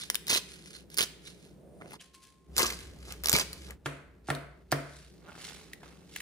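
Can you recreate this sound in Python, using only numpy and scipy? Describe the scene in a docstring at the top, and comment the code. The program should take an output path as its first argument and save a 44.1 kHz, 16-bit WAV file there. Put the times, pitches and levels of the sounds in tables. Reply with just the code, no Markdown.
"""Kale leaves tear from their stems by hand in four crackling strokes at a kitchen counter.
Each tear is a train of tiny fractures; veins snap, stalks crack and the freed leaf blade flaps.
Friction makes the leaves rustle and squeak and the gathered stalks creak. Impacts excite the modes
of a wooden board and a glass bowl. Low ventilation noise fills the hard-walled, reverberant room,
heard from five microphone positions in turn."""
import sys
import numpy as np
from scipy import signal
from scipy.fft import rfft, irfft
from scipy.io import wavfile
from scipy.ndimage import uniform_filter1d, map_coordinates

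SR = 44100
rng = np.random.default_rng(int(sys.argv[2]) if len(sys.argv) > 2 else 0)


def to_wav(s):
    """Save 16-bit WAV."""
    ch = np.atleast_2d(s).T  # columns
    pcm = np.round(np.clip(ch, -1, 1) * 32767)  # PCM
    wavfile.write(sys.argv[1], SR, pcm.astype(np.int16))


N = 273861
TIME = np.arange(N) / SR

# Levels in the tables are relative.
# tears: (start [s], prior strain [s], run [s], fibre level [dB], blade level [dB], fibre fade [dB/s])
TEARS = [(0.293, 0.018, 0.084, -25.5, -37.5, 30), (0.984, 0.012, 0.056, -23, -35.5, 170),
         (2.579, 0.011, 0.16, -25, -31, 100), (3.329, 0.088, 0.085, -28.5, -33, 28)]
# breaking veins and thick stalks, and the first sharp touches of leaves landing on the board: (time [s], level
# [dB])
SHARP_TICKS = [(0.1002, -13), (0.1448, -22), (0.154, -15), (0.2685, -29), (0.2812, -23), (0.306, -19),
               (0.342, -17), (0.901, -37), (0.9425, -33), (0.9695, -25), (0.975, -22), (0.9842, -12),
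               (1.027, -20), (2.5656, -21), (2.574, -22), (2.58, -11), (2.5934, -16), (2.6204, -17),
               (3.1228, -29), (3.2365, -25), (3.244, -24), (3.2578, -15.5), (3.271, -18), (3.2848, -14),
               (3.295, -9), (3.3168, -17), (3.329, -9), (3.337, -15), (3.3636, -14), (3.5302, -28),
               (4.302, -26), (4.3495, -30), (4.7176, -19), (4.724, -20)]
STALK_SNAPS = [(1.9066, -39), (1.933, -36), (3.706, -30), (5.7319, -29), (6.1609, -23), (6.2024, -27)]
# the blade jerking free: (time [s], level [dB], frequency [Hz], 60 dB decay time [s])
BLADE_FLAPS = [(2.592, -28, 1064, 0.026), (2.628, -28, 338, 0.025), (2.641, -27, 1094, 0.029),
               (3.332, -29, 160, 0.026), (3.334, -28, 330, 0.017), (3.345, -25, 2260, .05)]
# sliding leaves and rubbing stalks: (peak time [s], level [dB], 20 dB rise [s], 20 dB fall [s])
LEAF_MOVES = [(0.02, -42, .12, .07), (0.22, -66, .2, .3), (0.52, -52, .15, .22), (0.66, -54, .03, .3),
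              (0.76, -52, .15, .08), (0.92, -54, .03, .15), (1.275, -49, .06, .08), (1.45, -62, .25, .12),
              (1.94, -54, .12, .06), (2.005, -53, .01, .08), (2.143, -53, .008, .045),
              (2.235, -58, .04, .13), (2.565, -49, .03, .02), (2.8, -50, .2, .15), (3.11, -48.5, .14, .07),
              (3.68, -55, .9, .07), (3.859, -48, .01, .015), (4.29, -48, .03, .03), (4.718, -44, .008, .02),
              (4.96, -58, .3, .35), (5.45, -46, .14, .26), (5.85, -62, .1, .4), (6.17, -49, .1, .12)]
STALK_MOVES = [(1.82, -53, .02, .12), (1.93, -51, .05, .06), (3.1, -51, .09, .08), (3.705, -52, .05, .04),
               (5.29, -52, .08, .15), (5.37, -54, .05, .1), (5.49, -58, .15, .35), (5.84, -58, .04, .25)]
# waxy leaf slipping between the fingers: (time [s], level [dB], frequency [Hz])
LEAF_SQUEAKS = [(0.028, -45, 3750), (0.758, -53, 4230), (1.27, -51, 3900), (2.006, -54, 2920),
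                (5.292, -54, 1400)]
# landings on the board: (time [s], level [dB], low-pass cutoff [Hz], thud frequency [Hz])
BOARD_IMPACTS = [(1.812, -39.5, 1300, 1040), (3.8592, -23.5, 4000, 610), (4.286, -23, 595, 640),
                 (4.302, -19, 2000, 700), (4.7243, -16.5, 1574, 670), (5.832, -42, 3000, 1390)]
# leaves touching the bowl: (time [s], level [dB])
BOWL_IMPACTS = [(2.006, -67), (2.143, -58)]
# modes of the board and the bowl: (frequency [Hz], level [dB], 60 dB decay time [s])
BOARD_MODES = [(143.5, -19.5, .55), (270, -12, .055), (690, -11, .04), (1350, -15, .01)]
BOWL_MODES = [(1063, -1, 1.44), (2232, -13, 0.5)]
# brief dips in the sound of the work: (time [s], depth [dB], half width [s])
LEVEL_DIPS = [(0.87, -14, 0.035), (1.982, -14, 0.012), (3.8, -24, 0.033), (4.665, -12, 0.03)]
# source spectra: (frequency [Hz], spectral density level [dB])
FIBRE_SPECTRUM = [(600, -19), (1600, 5.5), (3000, 5.5), (4800, 6.5), (7500, 3), (10000, 2), (15000, -4.5)]
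BLADE_SPECTRUM = [(60, -12.5), (130, -10), (450, -4.5), (750, -12.5), (1050, -7), (3000, -21.5)]
VEIN_SPECTRUM = [(150, -26), (1700, -3.5), (3000, -4.5), (5000, -7.5), (7500, -5.5), (10500, -2.5),
                 (15000, -5.5)]
LEAF_SPECTRUM = [(500, -24), (1500, 2), (4300, 3.5), (7500, -1), (10000, -0.5), (15000, -14)]
STALK_SPECTRUM = [(500, -2), (1300, -4), (2200, -13), (8000, -35)]
SWEEP_SPECTRUM = [(60, -13.5), (150, 5), (700, 3), (1100, -27), (7000, -36), (9000, -18), (12000, -45)]
SLAP_SPECTRUM = [(90, -9.5), (280, -7.5), (480, -7.5), (800, 0), (1400, 0), (2300, -5.5), (5000, -16),
                 (10000, -10), (15000, -14)]
AIR_SPECTRUM = [(40, -23.5), (90, -12), (170, 6), (220, -4.5), (400, -1.5), (650, -15.5), (1200, -26.5),
                (4000, -39)]
HISS_SPECTRUM = [(700, 0), (4000, -14), (16000, -32)]
# microphone above the board, at the bowl, close above the board, low beside it, above it again:
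# (start [s], air rush [dB], drone [dB], left lead [ms], left minus right [dB], reverberation [dB])
POSITIONS = [(0, -56, -63, 0.19, -3, -2.5), (1.985, -66, -69, 0.007, 0.5, 0),
             (2.48, -54, -49, 0.16, -1, -0.5), (3.76, -62, -57, 0.04, -1.5, 2),
             (5.11, -56.5, -62, 0.05, -3.5, 0)]
# decay of the kitchen: (frequency [Hz], reverberation time [s])
REVERB_TIMES = [(100, 0.22), (260, 0.58), (700, 0.57), (1800, 0.63), (5000, 0.5), (14000, 0.34)]


def tears():
    """Crack propagation: cells burst in a dense train along the stem and shake the leaf blade."""
    fibres = crackle(FIBRE_SPECTRUM, per_s=3500, spread_db=4, ringing=3, clump_db=4)
    blade = crackle(BLADE_SPECTRUM, per_s=1500, spread_db=0, ringing=0.72, clump_db=3.5)
    out = np.zeros(N)
    for s, strain_s, run_s, fibre_db, blade_db, fade in TEARS:
        out += from_db(fibre_db - 2) * fibres * pull(s, strain_s, run_s, fade, attack_s=0.003)
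        # the blade takes longer to get moving and settles sooner
        out += from_db(blade_db) * blade * pull(s, strain_s, run_s, fade + 25, attack_s=0.01)
    return out


def pull(s, strain_s, run_s, fade_db_per_s, attack_s, strain_db=-14.5, release_s=0.009):
    """Loading and failure shape a tear's gain: the leaf strains, yields with fading force, comes free."""
    age = TIME - s
    strain = from_db(strain_db) * (age > -strain_s) * (age < attack_s)
    run = np.clip(age / attack_s, 0, 1) * from_db(-fade_db_per_s * np.clip(age, 0, run_s))
    release = np.exp(-np.clip((age - run_s) / release_s, 0, 20))
    return np.maximum(strain, run) * release


def crackle(spectrum, per_s, spread_db, ringing, clump_db, patches=14):
    """Acoustic emission: tiny fractures come in clumps, each a click that rings a patch of leaf."""
    sizes = from_db(spread_db * np.minimum(rng.exponential(1, N), 4)) * rng.choice([-1, 1], N)
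    clicks = sizes * (rng.random(N) < per_s / SR)
    clicks *= from_db(clump_db * wobble(.004))
    clicks /= np.sqrt(uniform_filter1d(clicks ** 2, size=1300) + 1e-4)  # evens out slow swings
    # the fractures travel over the leaf, so the patch that rings keeps shifting
    patch = np.clip(np.round(patches / 2 + 3 * wobble(.012) + rng.standard_normal(N)), 0, patches - 1)
    patch_hz = np.geomspace(900, 14000, patches)
    rings = sum(resonance(clicks * (patch == k), hz, hz / 10) for k, hz in enumerate(patch_hz))
    return unit_rms(coloured(clicks + ringing * rings, spectrum))


def snaps(rows, ring_hz, spread_octaves, gain_db, break_s, ringing, size=2048):
    """Brittle fracture and sharp contact: fibres fail or strike in a volley, faint ones with more stragglers;
    the broken or struck end rings."""
    out, age = np.zeros(N), TIME[:size]
    volley = (age / break_s) ** 2 * np.exp(2 - 2 * age / break_s)
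    for (s, db), fibres in zip(rows, rng.standard_normal((len(rows), size))):
        hz = ring_hz * 2 ** (spread_octaves * fibres[0])
        stragglers = np.interp(db, [-40, -20], [.6, .15]) * np.exp(-age / .006)
        crack = coloured(fibres * (volley + stragglers), VEIN_SPECTRUM)
        crack += ringing * resonance(crack, hz, hz / 4)
        add(out, s, from_db(db + gain_db) * crack / np.linalg.norm(crack))
    return out


def flaps(size=8192):
    """Damped oscillation: the freed blade swings for a moment."""
    out, age = np.zeros(N), TIME[:size]
    for (s, db, hz, t60), shake in zip(BLADE_FLAPS, rng.standard_normal((len(BLADE_FLAPS), size))):
        swing = mode(shake * np.exp(-age / 0.011), hz, t60)
        add(out, s, from_db(db) * swing / np.abs(swing).max())
    return out


def handling():
    """Sliding friction: leaves crinkle, stalks creak and a handful of leaf is swept off the board."""
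    leaves = crackle(LEAF_SPECTRUM, per_s=3000, spread_db=3, ringing=0.67, clump_db=4)
    leaves *= movements(LEAF_MOVES)
    stalks = crackle(STALK_SPECTRUM, per_s=150, spread_db=2, ringing=4.5, clump_db=1)
    stalks *= movements(STALK_MOVES)
    sweep = unit_rms(coloured(rng.standard_normal(N), SWEEP_SPECTRUM))
    sweep *= swell(peak_s=1.85, db=-49, rise_s=.5, fall_s=.2)
    return from_db(-2.1) * leaves + from_db(-1.1) * stalks + from_db(-7) * sweep


def movements(rows):
    """Incoherent addition: the gains of hand movements sum in power."""
    return np.sqrt(sum(swell(*row) ** 2 for row in rows))


def swell(peak_s, db, rise_s, fall_s):
    """Exponential growth and decay of one movement's gain, 20 dB per rise or fall time."""
    away = np.maximum((peak_s - TIME) / rise_s, (TIME - peak_s) / fall_s)
    return from_db(db - 20 * np.minimum(away, 10))


def squeaks(half_width_s=0.014):
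    """Stick-slip friction briefly drives one narrow resonance of the leaf."""
    out = np.zeros(N)
    for s, db, hz in LEAF_SQUEAKS:
        tone = unit_rms(resonance(rng.standard_normal(N), hz, hz / 14))
        out += from_db(db) * np.exp(-((TIME - s) / half_width_s) ** 2) * tone
    return out


def board(patter, size=32768):
    """Impact excitation: a limp leaf slaps, thuds and rings the wood; patter (0-1) smears the slap."""
    out, age = np.zeros(N), TIME[:size]
    push = signal.unit_impulse(size)
    wood = sum(from_db(db) * mode(push, hz, t60) * (-1) ** k
               for k, (hz, db, t60) in enumerate(BOARD_MODES))
    for s, db, cutoff_hz, thud_hz in BOARD_IMPACTS:
        folds = rng.standard_normal(size) * np.exp(-age / 0.004)
        contact = (1 - patter) * push + patter * folds / np.linalg.norm(folds)
        slap = coloured(contact, SLAP_SPECTRUM)
        thud = from_db(-8) * mode(push, thud_hz, t60=.018)
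        blow = wood + thud + 8 * slap / np.linalg.norm(slap)
        softened = signal.lfilter(*signal.butter(1, cutoff_hz, fs=SR), blow)
        add(out, s, from_db(db + 2.5) * softened)
    return out


def bowl():
    """Free vibration: soft touches excite the lowest modes of the glass."""
    touches = np.zeros(N)
    for s, db in BOWL_IMPACTS:
        add(touches, s, from_db([db]))
    return sum(from_db(db) * mode(touches, hz, t60) for hz, db, t60 in BOWL_MODES)


def ventilation(drone_hz=62.7, hum_hz=180, hiss_db=-78):
    """Flow noise and duct resonance: rushing air, a narrow drone, a hum above it and a faint hiss."""
    _, rush_db, drone_db, *_ = np.transpose(POSITIONS)
    mid, side = [coloured(white, AIR_SPECTRUM) for white in rng.standard_normal((2, N))]
    rush = mid + 0.49 * side * [[1], [-1]]
    duct = signal.hilbert(resonance(rng.standard_normal(N), drone_hz, width_hz=5))
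    drone = unit_rms(duct.real / np.abs(duct) ** .5)  # wanders in pitch more than in strength
    hum = unit_rms(resonance(rng.standard_normal(N), hum_hz, width_hz=15))
    hiss = np.array([coloured(white, HISS_SPECTRUM) for white in rng.standard_normal((2, N))])
    airflow = from_db(by_position(rush_db)) * (from_db(-1.24) * rush + from_db(-10.5) * hum)
    return airflow + from_db(by_position(drone_db)) * drone + from_db(hiss_db) * hiss


def reverberation(x, size=32768):
    """A diffuse field decays exponentially in each octave; its bass is alike on both sides."""
    age, hz = TIME[:size], np.fft.rfftfreq(size, 1 / SR)
    mid, side = rfft(rng.standard_normal((2, size)))
    apart = np.pi / 4 * hz / (hz + 300)
    white = mid * np.cos(apart) + side * np.sin(apart) * [[1], [-1]]
    edges_hz = 40 * 2 ** np.arange(11)
    tail = np.zeros((2, size))
    for low, high in zip(edges_hz, edges_hz[1:]):
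        band = irfft(white * (hz >= low) * (hz < high))
        t60 = at_hz(REVERB_TIMES, np.sqrt(low * high))
        tail += band * np.exp(-np.log(1000) * age / t60)
    tail *= (age > .001) * (1 + 1.8 * np.exp(-age / .008))  # early reflections off the counter
    return signal.oaconvolve(x[None], unit_rms(tail) / np.sqrt(size), axes=1)[:, :N]


def room(x):
    """Room response depends on position: each has its own tail, which ends when the scene changes to the next
    position."""
    stays = [by_position(chosen) for chosen in np.eye(len(POSITIONS))]
    return sum(from_db(db) * stay * reverberation(x * stay) for (*_, db), stay in zip(POSITIONS, stays))


def direct_path(x, scatter=.29):
    """Time and level differences give direction; leaf folds scatter unequally to the two sides."""
    *_, leads_ms, pans_db, _ = np.transpose(POSITIONS)
    lead_ms, pan_db = by_position(leads_ms), by_position(pans_db)
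    side = scatter * np.real(signal.hilbert(x) * (wobble(.002) + 1j * wobble(.002)))
    late = map_coordinates(x - side, [np.arange(N) - lead_ms * SR / 1000], order=3)
    return np.array([(x + side) * from_db(pan_db / 2), late * from_db(-pan_db / 2)])


def by_position(values, blend_s=0.04):
    """One value per microphone position, joined by linear crossfades."""
    position = np.searchsorted([row[0] for row in POSITIONS[1:]], TIME)
    return uniform_filter1d(np.asarray(values, float)[position], size=int(blend_s * SR))


def coloured(x, spectrum, size=4096):
    """Minimum-phase filtering with a unit-energy response of the given spectrum."""
    gains = from_db(at_hz(spectrum, np.fft.rfftfreq(size, 1 / SR)))
    cepstrum = irfft(np.log(gains))
    cepstrum[1:size // 2] *= 2
    cepstrum[size // 2 + 1:] = 0
    response = irfft(np.exp(rfft(cepstrum)))
    return signal.oaconvolve(x, response / np.linalg.norm(response))[:len(x)]


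def resonance(x, hz, width_hz):
    """Two-pole resonance with unit peak gain."""
    r, w = np.exp(-np.pi * width_hz / SR), 2 * np.pi * hz / SR
    zeros = np.array([1, 0, -1]) * (1 - r * r) / 2
    return signal.lfilter(zeros, [1, -2 * r * np.cos(w), r * r], x + 1e-18)


def mode(x, hz, t60):
    """Damped oscillator: a unit impulse starts a decaying sine of unit amplitude."""
    r, w = np.exp(-np.log(1000) / (t60 * SR)), 2 * np.pi * hz / SR
    return signal.lfilter([0, np.sin(w)], [1, -2 * r * np.cos(w), r * r], x + 1e-18)


def wobble(step_s):
    """Linear interpolation between random values one step apart."""
    return np.interp(TIME / step_s, np.arange(N), rng.standard_normal(N))


def at_hz(points, hz):
    """Interpolation on a log-frequency axis."""
    f, value = np.transpose(points)
    return np.interp(np.log(hz + 1e-9), np.log(f), value)


def add(out, s, sound):
    """Superposition of a sound starting at time s."""
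    start = int(np.clip(s * SR, 0, N - 1))
    out[start:start + len(sound)] += sound[:N - start]


def from_db(db):
    """Decibels to amplitude ratio."""
    return 10 ** (np.asarray(db) / 20)


def unit_rms(x):
    """Normalisation to unit power."""
    return x / np.sqrt(np.mean(x ** 2) + 1e-20)


def scene():
    """Direct and reverberant fields add: the hands are close, the board further off and more echoing."""
    ticks = snaps(SHARP_TICKS, ring_hz=4700, spread_octaves=.12, gain_db=12.5, break_s=.0007, ringing=1.8)
    stalks = snaps(STALK_SNAPS, ring_hz=1850, spread_octaves=.06, gain_db=11, break_s=.0018, ringing=4)
    tearing = tears() + ticks + stalks + flaps()
    rustling = handling() + squeaks()
    direct = from_db(2.5) * direct_path(tearing + rustling)
    direct += direct_path(board(patter=1) + bowl(), scatter=0)
    echo = room(from_db(-8) * tearing + from_db(-3) * rustling + from_db(-2) * board(patter=0))
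    dip_db = sum(db * np.exp(-((TIME - s) / half_s) ** 2) for s, db, half_s in LEVEL_DIPS)
    return from_db(dip_db) * (direct + echo) + ventilation()


def record(dry):
    """Microphone response: a limited band, high treble lifted around a notch, and soft saturation."""
    thinned = signal.sosfilt(signal.butter(3, 44, "high", fs=SR, output="sos"), dry)
    lifted = thinned + from_db(-10) * resonance(thinned, hz=12500, width_hz=5000)
    notched = signal.sosfilt(signal.butter(2, [11400, 13000], "bandstop", fs=SR, output="sos"), lifted)
    rounded = .7 * np.tanh(notched / .7)
    return signal.sosfilt(signal.ellip(8, .1, 80, 15300, fs=SR, output="sos"), rounded)


dry = scene()
out = record(dry)
to_wav(out)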